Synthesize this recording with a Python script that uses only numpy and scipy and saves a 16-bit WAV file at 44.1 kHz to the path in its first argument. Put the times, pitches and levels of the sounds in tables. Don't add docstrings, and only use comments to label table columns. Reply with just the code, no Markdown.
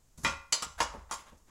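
import sys
import numpy as np
from scipy import signal
from scipy.fft import rfft, irfft
from scipy.io import wavfile

SR = 44100
rng = np.random.default_rng(int(sys.argv[2]) if len(sys.argv) > 2 else 0)


def unload_audio(sound):
    columns = np.transpose(np.atleast_2d(sound))
    steps = np.round(np.clip(columns, -1, 1) * 32767)
    wavfile.write(sys.argv[1], SR, steps.astype(np.int16))


N = 66150
EDGE_HZ = 15900


def amp(db):
    return 10 ** (np.asarray(db) / 20)


def unit(x):
    return x / np.sqrt(np.mean(x ** 2) + 1e-20)


def read(points, hz):
    point_hz, value = np.transpose(points)
    return np.interp(np.log(hz + 1), np.log(point_hz + 1), value)


def add(mix, start_s, sound):
    part = mix[round(start_s * SR):][:len(sound)]
    part += sound[:len(part)]


def colour(x, points, size=4096):
    hz = abs(np.fft.fftfreq(size, 1 / SR))
    log_gain = np.log(amp(read(points, hz)))
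    response = np.exp(np.conj(signal.hilbert(log_gain)))
    taps = np.fft.ifft(response).real
    return signal.fftconvolve(x, taps[:size // 2])[:len(x)]


def grains(per_s, spread_db):
    size = amp(spread_db * np.minimum(rng.exponential(1, N), 4))
    sign = rng.choice([-1., 1.], N)
    happens = rng.random(N) < per_s / SR
    return unit(size * sign * happens)


def ring(modes):
    t = np.arange(SR // 2) / SR
    out = np.zeros(len(t))
    for hz, db, t60 in modes:
        out += amp(db - 60 * t / t60) * np.sin(2 * np.pi * (hz * t + rng.random()))
    return out


# frequency in Hz, time to fall by 60 dB in seconds (a negative time makes it grow).
ROOM_FADE = [(100, -0.15), (400, 0.41), (1200, 0.5152), (3000, 0.33), (7000, 0.3756), (14000, 0.52)]
# frequency in Hz, level in dB.
ROOM_LEVEL = [(150, -2.5), (1200, -6.5), (3000, -2.5), (7000, -9), (12000, -16.5)]
ROOM_BUILD_S = 0.004


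def room_tail():
    hz, t, noise = signal.stft(rng.standard_normal(N), SR, nperseg=256)
    fade = amp(-60 * t / read(ROOM_FADE, hz)[:, None])
    shape = fade * (1 - np.exp(-t / ROOM_BUILD_S))
    band_size = np.sqrt(N * np.mean(shape ** 2, axis=1, keepdims=True))
    shape *= amp(read(ROOM_LEVEL, hz))[:, None] / band_size
    return signal.istft(noise * shape, SR, nperseg=256)[1][:N]


# frequency in Hz, relative level in dB per Hz.
AIR_SPECTRUM = [(25, 9.5), (60, -2), (110, -3.5), (200, -7.5), (400, -16.5), (1000, -20.5), (2500, -27.5),
                (4500, -26), (7000, -18), (9000, -25.5), (15000, -31.5)]
AIR_DB = -64


def air():
    spectrum = rfft(rng.standard_normal(N))
    spectrum *= amp(read(AIR_SPECTRUM, np.fft.rfftfreq(N, 1 / SR)))
    return amp(AIR_DB) * unit(irfft(spectrum, N))


# start in seconds, level in dB, length of contact in seconds.
TABLE_PUSHES = [(0.176, -55.5, 0.0076), (0.238, -43, 0.015), (0.306, -48, 0.01), (0.623, -63, 0.0008),
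                (0.666, -58, 0.0023), (0.765, -46.5, 0.017), (0.803, -45.5, 0.011), (0.897, -43, 0.0236),
                (0.977, -49, 0.013), (1.151, -56, 0.019), (1.318, -60.5, 0.007)]
# frequency in Hz, level in dB, time to fall by 60 dB in seconds.
TABLE_TONES = [(52.45, 2.5, 0.535), (73.9, 7, .4), (104, -0.5, .25), (151, 5.5, 0.17), (205, 2, 0.117)]


def table():
    t = np.arange(N) / SR
    shudder = np.zeros(N)
    for hz, db, t60 in TABLE_TONES:
        shudder += amp(db - 60 * t / t60) * np.cos(2 * np.pi * hz * t)
    pushing = np.zeros(N)
    for start_s, db, contact_s in TABLE_PUSHES:
        force = np.hanning(round(contact_s * SR))
        add(pushing, start_s, amp(db) * force / force.sum())
    return signal.fftconvolve(pushing, shudder)[:N]


# start in seconds, length in seconds, then the low, middle and high part's levels in dB.
SCRAPE_STROKES = [ (0.165, 0.1, -60.5, -69.5, -60), (0.232, 0.019, -44.5, -49.5, -43.5),
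                  (0.775, 0.0365, -67, -44, -52), (0.875, 0.088, -64, -76, -74),
                  (0.945, 0.076, -57, -61, -89), (1.087, 0.037, -82, -56, -72),
                  (1.246, 0.072, -70, -58, -67.5), (1.367, 0.03, -83, -88, -71.5),
                  (1.461, 0.07, -64.5, -65.5, -73), ]
# frequency in Hz, level in dB.
LOW_SPECTRUM = [(30, -18), (90, 8), (200, 5.5), (400, -4), (1000, -70.5)]
MID_SPECTRUM = [(200, -21.5), (600, 0), (1150, 6), (1600, 0), (2200, -5.5), (4000, -11), (9000, -39)]
HIGH_SPECTRUM = [(1500, -25.5), (4000, 2.5), (6700, 16.5), (9000, 4.5), (11000, 9.5), (16000, -12)]
SCRAPE_GRAINS_PER_S, SCRAPE_GRAIN_DB = 2000, 0
SCRAPE_WET_DB = 1


def scrapes():
    out = np.zeros(N)
    for part, spectrum in enumerate([LOW_SPECTRUM, MID_SPECTRUM, HIGH_SPECTRUM]):
        stroke = np.zeros(N)
        for start_s, length_s, *levels_db in SCRAPE_STROKES:
            swell = signal.windows.tukey(round(length_s * SR), .75)
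            add(stroke, start_s, amp(levels_db[part]) * swell)
        friction = colour(grains(SCRAPE_GRAINS_PER_S, SCRAPE_GRAIN_DB), spectrum)
        out += stroke * unit(friction)
    return out + amp(SCRAPE_WET_DB) * signal.fftconvolve(out, room_tail())[:N]


# start in seconds, level in dB, favoured pitch in Hz, spread around it in octaves,
# share of the free ring time (1 is all of it).
BLOWS = [ (0.2477, -28, 1830, 0.74, 1.0), (0.5247, -41.5, 1110, 0.41, 1.0), (0.6226, -25, 1275, 0.02, 0.84),
         (0.8047, -27.5, 850, 0.44, 0.41), (1.1131, -35.5, 1060, 0.21, 0.75), ]
# frequency in Hz, level in dB, free time to fall by 60 dB in seconds.
BOX_TONES = [(550.5, -4.5, .3), (889.5, -3.5, 0.17), (934.5, -3.5, 0.4), (1058, -7.5, .42),
             (1104, -9.5, 0.37), (1165, -2, .28), (1255, -6.5, 0.15), (1393, -4.5, 0.4), (1433, -13, 0.49),
             (1944, -5, 0.15), (2003, -2.5, .22), (2042, -2.5, 0.18), (2435, 0.5, 0.2), (2590, -6.5, 0.26),
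             (3256, -2.5, .22), (3460, -12, .18), (3880, -1, .22), (5260, -2, 0.25)]
# frequency in Hz, level in dB, time to fall by 60 dB in seconds.
SNAP_TONES = [(3048, 0, 0.14), (3706, -12, 0.32), (4230, -0.5, 0.13), (4530, 2.5, 0.11), (4860, 0, .2),
              (4950, -2, 0.18), (5848, -14.5, 0.22), (6300, 0, 0.18), (7150, 6, 0.063), (7800, 3, 0.11)]
SNAP_S, SNAP_DB = .5252, -30
BOX_WET_DB = -4


def box():
    out = np.zeros(N)
    for start_s, db, favoured_hz, spread, free_share in BLOWS:
        modes = []
        for hz, level_db, t60 in BOX_TONES:
            distance = np.log2(hz / favoured_hz) / spread
            loss_db = 10 * np.log10(1 + distance ** 2)
            modes.append((hz, level_db - loss_db, t60 * free_share))
        add(out, start_s, amp(db) * ring(modes))
    add(out, SNAP_S, amp(SNAP_DB) * ring(SNAP_TONES))
    return out + amp(BOX_WET_DB) * signal.fftconvolve(out, room_tail())[:N]


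PEAKS_FROM_HZ, PEAKS_DB = 2500, 4.5


def rattle(count=110):
    hz = np.linspace(0, EDGE_HZ, count)
    depth = np.interp(hz, [0, PEAKS_FROM_HZ / 2, PEAKS_FROM_HZ], [0, 0, PEAKS_DB])
    peaks_db = depth * np.clip(rng.standard_normal(count), -2, 2)
    return list(zip(hz, peaks_db - depth ** 2 * np.log(10) / 20))


BANDS_HZ = [180, 520, 1050, 2900, 6000, 12000]
CONTACTS_PER_S, CONTACT_SPREAD_DB = 3200, 3


def knock(levels_db, hold_s, t60, first_db):
    t = np.arange(N) / SR
    fade = amp(-60 * np.maximum(t - hold_s, 0) / t60)
    clatter = grains(CONTACTS_PER_S, CONTACT_SPREAD_DB) * fade
    clatter /= np.linalg.norm(clatter)
    clatter[0] -= amp(first_db)
    sound = colour(clatter + room_tail(), rattle())
    return colour(sound / np.linalg.norm(sound), list(zip(BANDS_HZ, levels_db)))


# start in seconds, six levels in dB before the common colour
# (thud, body, knock, clack, click, fizz), how long the clatter holds in seconds, its time to
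# fall by 60 dB in seconds, first contact in dB relative to the clatter.
KNOCK_EVENTS = [ (0.176, 0, -17.5, -25, -26, -23.5, -16, 0.015, 0.087, -16.5),
                (0.248, 17.5, 11, 10.5, 17, 7, -2, .001, .27, -8),
                (0.5234, 0.5, 9.5, 5, 10.5, 13.5, 10.5, 0.0053, 0.13, -17),
                (0.6233, -8.5, -1, -1.5, -1.5, 1, 0.5, 0.0064, 0.079, -10.5),
                (0.8039, 3, 11.5, 13, 7, 2.5, -2.5, 0.0089, 0.09, -10.5),
                (0.8273, 1, -10, 2.5, -14.5, 1, -6.5, 0.0041, 0.13, -9),
                (0.94, -2.5, 1.5, -5, -25, -35, -26, 0.028, 0.022, -10),
                (1.1113, -7.5, -2, -1, -3, 0, -3, 0.022, 0.13, -22),
                (1.182, -13, -15.5, -20, -13.5, -27, -15, 0.026, 0.16, -8),
                (1.322, -4.5, -12, -25, -37, -45, -43, 0.01, 0.095, -10.5),
                (1.4010, -31, -21, -43, -37, -53, -36, 0.0022, 0.025, -4), ]
# frequency in Hz, level in dB.
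KNOCK_COLOUR = [(30, -27), (110, -4.5), (240, -2), (400, -7), (560, -2), (720, -3.5), (1000, 4), (1650, -4),
                (2400, -3.5), (4200, -3), (7500, 1.5), (8600, -8.5), (10400, -4), (12500, -20.5),
                (16000, -20)]


def knocks():
    out = np.zeros(N)
    for start_s, *levels_db, hold_s, t60, first_db in KNOCK_EVENTS:
        add(out, start_s, knock(levels_db, hold_s, t60, first_db))
    return colour(out, KNOCK_COLOUR)


def scene():
    return (knocks() + box() + scrapes() + table() + air())[None]


def record(dry):
    low_pass = signal.firwin(511, EDGE_HZ, window=("kaiser", 9), fs=SR)
    return signal.oaconvolve(dry, low_pass[None], "same")


dry = scene()
out = record(dry)
unload_audio(out)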